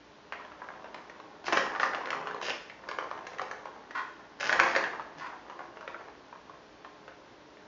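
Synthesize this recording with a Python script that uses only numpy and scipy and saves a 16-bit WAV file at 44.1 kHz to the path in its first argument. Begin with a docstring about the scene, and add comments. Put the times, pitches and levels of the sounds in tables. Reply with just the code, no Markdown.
"""In a bare room with a wooden floor, two cats and a hand push a hollow plastic ball round a plastic track.
Random small contacts make the ball rumble and patter along the channel; brief filtered blows are its knocks.
Pushes scuff the plastic in gritty slips, or make it judder by stick and slip; the floor thuds once, softly.
Decaying modes of the track and diffuse reflections follow every contact, over hiss and a faint hum."""
import sys
import numpy as np
from scipy import signal
from scipy.fft import rfft, irfft
from scipy.io import wavfile
from scipy.ndimage import uniform_filter1d

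SR = 44100
rng = np.random.default_rng(int(sys.argv[2]) if len(sys.argv) > 2 else 0)


def waveform_to_disk(signal):
    """Save audio, clipped to [-1, 1], as 16-bit WAV at the path in sys.argv[1]."""
    frames = np.transpose(np.atleast_2d(signal))
    scaled = np.clip(frames, -1, 1) * 32767
    samples = np.round(scaled).astype(np.int16)
    wavfile.write(sys.argv[1], SR, samples)


N = 338508
TIME = np.arange(N) / SR

# ball against the track: (time [s], blow level [dB], centre of the clack [Hz],
# thump level before lift and cap [dB], tick level before tilt [dB])
BALL_KNOCKS = [(0.323, -23, 1900, -11, -26), (0.333, -31.5, 2100, -15, -24), (0.397, -33, 1170, -31, -19.5),
               (0.449, -36.5, 1050, -9, -16), (0.518, -37, 1060, -11, -18), (0.618, -31, 1040, -24, -25),
               (0.644, -37, 1130, -14, -25), (0.687, -30.5, 1080, -29, -29), (0.721, -42, 1110, -14, -33),
               (0.843, -32.5, 1120, -6, -19), (0.944, -28, 1050, -13.5, -11), (1.097, -33.5, 1130, -10, -7),
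               (1.2, -35.5, 845, -25, -14.5), (1.442, -33.5, 960, -7, -13), (1.466, -25, 1100, -15, -4),
               (1.482, -17, 950, -9, -11), (1.524, -13.5, 750, -24, -13), (1.529, -12, 964, -10.5, -5.5),
               (1.541, -23.5, 800, -6, -21.5), (1.568, -21, 1630, -25.5, -14.5),
               (1.572, -9, 1730, -17, -25), (1.605, -26, 1720, -9, -25), (1.664, -25.5, 1060, -17.5, -17),
               (1.75, -24.5, 1620, -22, -24), (1.76, -24.5, 1040, -20, -22),
               (1.798, -16.5, 1470, -17.5, -14), (1.831, -13, 1300, -32, -25),
               (1.934, -23.5, 1590, -21, -30), (1.947, -19.5, 915, -26, -13.5),
               (2.057, -25.5, 1040, -9, -10), (2.072, -27.5, 1280, -9, -18), (2.104, -19, 1860, -22, -6.5),
               (2.129, -20.5, 1510, -21.5, -18), (2.271, -23, 1060, -14.5, -13),
               (2.31, -26.5, 1500, -14, -31), (2.345, -28, 1000, -8, -12.5), (2.414, -25, 1070, -27, -10.5),
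               (2.483, -22, 1560, -16.5, -23), (2.503, -16.5, 2200, -13, -17.5),
               (2.698, -30.5, 2170, -43, -14), (2.888, -23.5, 1800, -18.5, -14),
               (2.913, -24.5, 1090, -25, -14), (2.986, -20, 1170, -17, -17), (3.112, -26, 1050, -13, -17),
               (3.176, -31.5, 970, -27, -24), (3.268, -27.5, 991, -21, 7), (3.333, -36, 1520, -7, -10),
               (3.384, -28.5, 1830, -35, -13), (3.395, -21.5, 1390, -18, -29),
               (3.416, -24.5, 825, -34, -13.5), (3.512, -24.5, 1580, -11, -13.5),
               (3.655, -28.5, 1090, -20, -19), (3.908, -31, 1720, -3, -11),
               (4.429, -21.5, 1660, -16.5, -11), (4.494, -13, 1610, -34, -25.5),
               (4.527, -11, 1720, -35, -11.5), (4.556, -22, 1820, -11, -25), (4.593, -13, 1530, -26, -22),
               (4.598, -4.5, 1480, -31.5, -15), (4.634, -16.5, 1680, -5, -10), (4.751, -16, 1860, -21, -14),
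               (4.762, -11, 1660, -9.5, -11), (4.839, -17, 1640, -16, -18.5), (4.934, -30, 1130, -22, -25),
               (4.996, -26, 1060, -28, -22), (5.335, -34.5, 1060, -23, -28),
               (5.498, -30.5, 970, -20, -16.5), (5.591, -31.5, 990, -20, -17),
               (5.606, -31.5, 970, -12, -30), (5.77, -34.5, 1170, -33, -20), (5.809, -34, 1060, -24, -15),
               (5.877, -25.5, 1760, -17, -18), (5.944, -30, 1390, -11, -28),
               (6.084, -36.5, 1020, -19.5, -32), (6.327, -34, 990, -21, -28), (6.496, -35, 999, -26, -22),
               (6.847, -33, 1040, -25, -18), (7.079, -34, 1630, -1.5, -22), (7.57, -43, 985, -8, -13)]


def undb(db):
    """Level to amplitude: 20 dB is a factor of ten."""
    return 10 ** (np.asarray(db) / 20)


def unit(x):
    """Normalisation to a root-mean-square amplitude of 1."""
    return x / np.sqrt(np.mean(x ** 2))


def at_hz(points, hz):
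    """Interpolation of (frequency [Hz], value) points along a logarithmic frequency axis."""
    f, value = np.transpose(points)
    return np.interp(np.log(np.maximum(hz, 1)), np.log(f), value)


def colour(x, points):
    """Minimum-phase filtering: the folded cepstrum of the log gain yields a causal response."""
    size = 4096
    hz = np.arange(size // 2 + 1) * SR / size
    log_gain = np.log(undb(at_hz(points, hz)))
    cepstrum = irfft(log_gain)
    cepstrum[1:size // 2] *= 2
    cepstrum[size // 2 + 1:] = 0
    response = irfft(np.exp(rfft(cepstrum)))
    return signal.fftconvolve(x, response)[:len(x)]


def walk(rate):
    """Slow random modulation: normal values, each held 1 / rate s, slewed to a spread near 1."""
    hold = max(int(SR / rate), 2)
    steps = np.repeat(rng.standard_normal(N // hold + 1), hold)
    return 1.2 * uniform_filter1d(steps, hold)[:N]


def impacts(rate, spread_db):
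    """Shot noise: tiny contacts of uneven size at random moments, rate a second on average."""
    happens = rng.random(N) < rate / SR
    sign = rng.choice([-1, 1], N)
    size_db = spread_db * np.clip(rng.standard_normal(N), -2, 2)
    return happens * sign * undb(size_db)


def add(out, s, x):
    """Superposition: mix x into out from time s."""
    i = max(int(s * SR), 0)
    out[i:i + len(x)] += x[:max(N - i, 0)]


def stroke(s, length, attack_s, release_s):
    """Envelope: a quadratic swell from time s, a hold until length is up and exponential decay."""
    t = TIME - s
    swell = np.clip(t / attack_s, 0, 1) ** 2
    return swell * np.exp(-np.maximum(t - length, 0) / release_s)


def background(air_db=-57.5, waver_db=1):
    """Steady filtered noise as hiss, and an appliance's hum as slowly wavering harmonics of 60 Hz."""
    # spectrum of the hiss: (frequency [Hz], relative density [dB])
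    air_colour = [(25, -23.5), (50, -4), (100, -5), (200, 0), (350, -0.5), (600, -3.5), (1000, -4.5),
                  (1600, -5.5), (2300, -9.5), (3200, -11), (5900, -17), (7000, -25.5), (7600, -37)]
    # hum components: (frequency [Hz], rms level about which it wavers [dB])
    hum_tones = [(60, -80.5), (300, -66.5), (420, -67), (540, -83.5), (600, -69.5)]
    air = unit(colour(rng.standard_normal(N), air_colour)) * undb(air_db)
    hum = np.zeros(N)
    for hz, db in hum_tones:
        level = undb(db + waver_db * walk(2.2))
        hum += level * np.sin(2 * np.pi * (hz * TIME + rng.random()))
    return air + np.sqrt(2) * hum  # rms to peak of a sine


def pace_db():
    """Rolling noise grows with the ball's speed: its level at every sample, leaping at two hard pushes."""
    # (time [s], pace, as a level before the rolling's own gains [dB])
    pace_points = [(0.28, -61), (0.62, -49.5), (0.95, -50), (1.419, -53), (1.49, -40.5), (1.9, -37),
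                   (2.45, -40.5), (2.62, -62.5), (2.85, -47.5), (3.0, -41), (3.5, -49), (3.8, -52.5),
                   (4.38, -56), (4.5, -35), (4.78, -30.5), (5.04, -50.5), (5.95, -48.5), (6.3, -57.5)]
    return np.interp(TIME, *np.transpose(pace_points))


def chatter(spot_hz, level_db=-13, rise_s=.004, t60=0.3, focus_db=5.5):
    """Decaying rebound: each knock sets off chatter in proportion to its force, most near its own pitch."""
    t = np.arange(SR // 2) / SR
    settle = np.minimum(t / rise_s, 1) * undb(level_db - 60 * t / t60)
    power = np.zeros(N)
    for s, db, hz, *_ in BALL_KNOCKS:
        # a spot an octave from the struck one chatters focus_db less
        loss_db = focus_db * abs(np.log2(hz / spot_hz))
        add(power, s, (undb(db - loss_db) * settle) ** 2)
    return np.sqrt(power)


def rolling(rate=65, spread_db=4, focus_db=9, gain_db=-8, rumble_db=-8, drum_hz=620, bounce_drum_db=-3):
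    """Roughness excitation: the wobbling ball ticks on floor, wall and rim and drums on the hollow channel."""
    # spots that the ball touches, floor, wall and rim: (centre [Hz], relative level [dB])
    contact_spots = [(620, -1), (1090, 0.5), (1650, -2.5)]
    # filter of the ticks: (frequency [Hz], gain [dB])
    roll_colour = [(50, -47), (350, -13.5), (600, -1.5), (850, 4), (1080, 1), (1350, -3), (1750, -2),
                   (2300, -9.5), (3200, -17.5), (4200, -23), (6300, -26), (7500, -35.5)]
    # filter of the drumming: (frequency [Hz], relative gain [dB])
    rumble_colour = [(25, -41), (90, -20), (160, -7.5), (300, -1), (430, 3), (600, -1), (900, -1.5),
                     (2000, -51.5)]
    pace = pace_db()
    ticks, moving = [], []
    for hz, db in contact_spots:
        band = [(hz / 1.58, db - focus_db), (hz, db), (hz * 1.55, db - focus_db)]
        tick = colour(colour(impacts(rate, spread_db), band), roll_colour)
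        ticks.append(tick)
        # steady rolling and chatter add in power
        moving.append(tick * np.hypot(undb(pace), chatter(hz)))
    patter = sum(moving) / np.std(sum(ticks))
    # drumming is -43.5 dB at a pace of -40 dB and gains 0.73 dB per dB, before rumble_db
    drum_db = -43.5 + 0.73 * (pace + 40)
    drumming = np.hypot(undb(drum_db), undb(bounce_drum_db) * chatter(drum_hz))
    rumble = unit(colour(impacts(900, 2.7), rumble_colour)) * drumming
    return undb(gain_db) * patter + undb(rumble_db) * rumble


def blow(hz, low_db, high_db, thump_hz=520, thump_db=10, thump_max_db=-1, tick_db=0, soft_tilt=0.34,
         slope_db=13, thump_slope_db=14, contact_s=0.0011):
    """Impact excitation: one brief, rasping contact with a shell clack, a track thump and a hard tick."""
    # spectrum of a hard tick: (frequency [Hz], relative density [dB])
    tick_colour = [(600, -23), (1500, 5), (2300, 5.5), (2900, 6), (3500, 0.5), (4300, 1.5), (6300, 0.5),
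                   (9000, -18)]
    t = np.arange(SR // 25) / SR
    push = rng.choice([-1, 1], len(t)) * t ** 0.74 * np.exp(-t / contact_s)
    f = np.geomspace(30, 10000, 60)
    # clack and thump fall away with the octaves either side of their centres
    clack = -slope_db * np.abs(np.log2(f / hz)) ** 1.09
    thump = min(low_db + thump_db, thump_max_db) - thump_slope_db * np.abs(np.log2(f / thump_hz))
    # a soft contact has a weak tick, weakened further with each octave above 3300 Hz
    tilt = 1 + soft_tilt * np.maximum(np.log2(f / 3300), 0)
    tick = high_db * tilt + tick_db + at_hz(tick_colour, f)
    strongest = np.max([clack, thump, tick], axis=0)
    x = colour(push, np.column_stack([f, strongest]))
    # the energy of .6 ms at full level gives a peak near 1
    return x * np.sqrt(.0006 * SR) / np.linalg.norm(x)


def knocks(bounce_s=.0035, bounce_db=-11, gain_db=0):
    """Inelastic collision: the ball strikes a wall or joint, then strikes again more weakly."""
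    # filter shared by all knocks: (frequency [Hz], gain [dB])
    knock_colour = [(40, -6), (200, -7.5), (500, 2.5), (1000, 0.5), (1800, 1), (2500, -5), (4000, -7.5),
                    (7000, -10)]
    out = np.zeros(N)
    for s, db, hz, low_db, high_db in BALL_KNOCKS:
        add(out, s, undb(db + gain_db) * blow(hz, low_db, high_db))
        again_s = s + bounce_s * (.7 + rng.random())
        add(out, again_s, undb(db + bounce_db) * blow(hz, low_db, high_db))
    return colour(out, knock_colour)


def scuffs(rate=650, spread_db=5, patchy_db=2, gain_db=0, focus_db=4, attack_s=0.027, release_s=0.015):
    """Sliding friction: a push drags ball and track in gritty, bright slips that come in patches."""
    # pushes: (time [s], length [s], level [dB], strongest pitch of the rubbed spot [Hz])
    scuff_events = [(1.438, 0.038, -41, 5000), (1.53, 0.062, -40, 1700), (1.771, 0.089, -43, 1500),
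                    (2.404, 0.09, -42, 2700), (2.473, 0.034, -52.5, 2200), (3.265, .07, -61, 4000),
                    (4.381, 0.15, -36.5, 1900), (4.635, 0.17, -44.5, 1700), (5.16, .05, -50, 2500)]
    # filter of the slips: (frequency [Hz], relative gain [dB])
    scuff_colour = [(40, -30.5), (120, -5), (250, -4.5), (600, 7), (1100, -0.5), (1700, 9), (2300, 0.5),
                    (2900, 2), (4000, -3.5), (5000, 1.5), (6500, -6), (7500, -19)]
    slips = unit(colour(impacts(rate, spread_db), scuff_colour))
    slips = slips * undb(patchy_db * walk(90))
    out = np.zeros(N)
    for s, length, db, hz in scuff_events:
        # an octave from its pitch the rubbed spot is focus_db weaker
        band = [(hz / 2, -focus_db), (hz, 0), (hz * 2, -focus_db)]
        rubbed = unit(colour(slips, band))
        out += rubbed * undb(db + gain_db) * stroke(s, length, attack_s, release_s)
    return out


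def judders(rate=380, spread_db=2, gain_db=-3, attack_s=0.0082, release_s=0.032):
    """Stick-slip: uneven, quickly repeated slips keep a few resonances of the plastic ringing."""
    # (time [s], length [s], level before gain_db [dB])
    judder_events = [(3.944, 0.05, -32), (4.19, .02, -53), (5.202, 0.065, -40.5)]
    # resonances of the plastic: (frequency [Hz], relative level [dB], t60 [s])
    judder_modes = [(1076, 1.5, 0.015), (1450, 5, 0.017), (1820, 9.5, 0.0085), (3170, -6.5, 0.018)]
    # filter of the wall: (frequency [Hz], relative gain [dB])
    judder_colour = [(100, -19), (700, -4), (1000, 6), (2000, -6), (2700, -5.5), (3500, -10.5),
                     (4500, -8.5), (7000, -15.5)]
    t = np.arange(SR // 20) / SR
    slip_rate = rate * np.exp(0.59 * walk(300))
    cycles = np.floor(np.cumsum(slip_rate) / SR)
    slips = np.diff(cycles, prepend=0) * undb(spread_db * rng.standard_normal(N))
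    ring = sum(undb(db - 60 * t / t60) * np.cos(2 * np.pi * hz * t) for hz, db, t60 in judder_modes)
    sound = unit(colour(signal.fftconvolve(slips, ring)[:N], judder_colour))
    gain = np.zeros(N)
    for s, length, db in judder_events:
        gain += undb(db + gain_db) * stroke(s, length, attack_s, release_s)
    return sound * gain


def thud(start_s=5.15, hz=155, t60=0.4, rise_s=0.019, db=-53):
    """Damped oscillation: a soft, dull thud of the floor as a cat shifts its weight."""
    t = np.maximum(TIME - start_s, 0)
    return np.sin(2 * np.pi * hz * t) * (1 - np.exp(-t / rise_s)) * undb(db - 60 * t / t60)


def track(x, t60=0.36, ring_db=-1):
    """Modal resonance: the long plastic channel rings on after every contact, by convolution."""
    # modes of the track: (frequency [Hz], level before ring_db and scaling [dB])
    track_modes = [(342, 4), (415, 3), (536, 6.5), (606, 0.5), (859, -18.5), (988, 2), (1058, 9.5),
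                   (1109, 1.5), (1165, -23), (1260, -11.5), (1637, -1), (1752, -11), (1846, -3),
                   (2073, -18.5), (2729, 2), (3459, -12)]
    t = np.arange(SR // 2) / SR
    decay = np.log(1000) / t60
    ring = sum(undb(db + ring_db) * np.cos(2 * np.pi * hz * t) for hz, db in track_modes)
    return signal.fftconvolve(x, ring * np.exp(-decay * t) * 2 * decay / SR)[:N]


def reflections(wet_db=-1.5, early_db=-6, early_t60=0.059):
    """Reverberation: quick reflections from floor and track, and a diffuse tail decaying band by band."""
    # decay of the room: (frequency [Hz], t60 [s])
    room_t60 = [(200, 0.35), (600, 0.51), (1400, 0.58), (3000, 0.5), (7000, 0.59)]
    t = np.arange(2 * SR // 3) / SR
    hz = np.arange(len(t) // 2 + 1) * SR / len(t)
    noise = rfft(rng.standard_normal(len(t)))
    edges = [0, 300, 600, 1200, 2400, 4800, 9600]  # Hz
    tail = np.zeros(len(t))
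    for lo, hi in zip(edges, edges[1:]):
        t60 = at_hz(room_t60, (lo + hi) / 2)
        fade = undb(-60 * t / t60) * (1 - np.exp(-t / 0.0042))
        band = irfft(noise * (hz >= lo) * (hz < hi), len(t))
        tail += band * fade / np.linalg.norm(fade)
    early = rng.standard_normal(len(t)) * undb(-60 * t / early_t60) * (1 - np.exp(-t / 0.00066))
    return undb(wet_db) * tail + undb(early_db) * early / np.linalg.norm(early)


def room(x, count=32):
    """Position-dependent response: the ball moves on, so each stretch has its own reflections."""
    out, s = np.zeros(N), 0
    for stretch in np.array_split(x, count):
        add(out, s, signal.fftconvolve(stretch, reflections()))
        s += len(stretch) / SR
    return out


def scene():
    """Superposition of direct contacts, the track's ring, the room's reflections and the background."""
    contacts = knocks() + rolling() + scuffs() + judders() + thud()
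    return (contacts + track(contacts) + room(contacts) + background())[None]


def record(dry, ceiling=0.65):
    """Soft saturation rounds the loudest peaks; a steep low-pass is 60 dB down from 8100 Hz."""
    low_pass = signal.cheby2(14, 60, 8100, fs=SR, output="sos")
    rounded = ceiling * np.tanh(dry / ceiling)
    return signal.sosfilt(low_pass, rounded)


dry = scene()
out = record(dry)
waveform_to_disk(out)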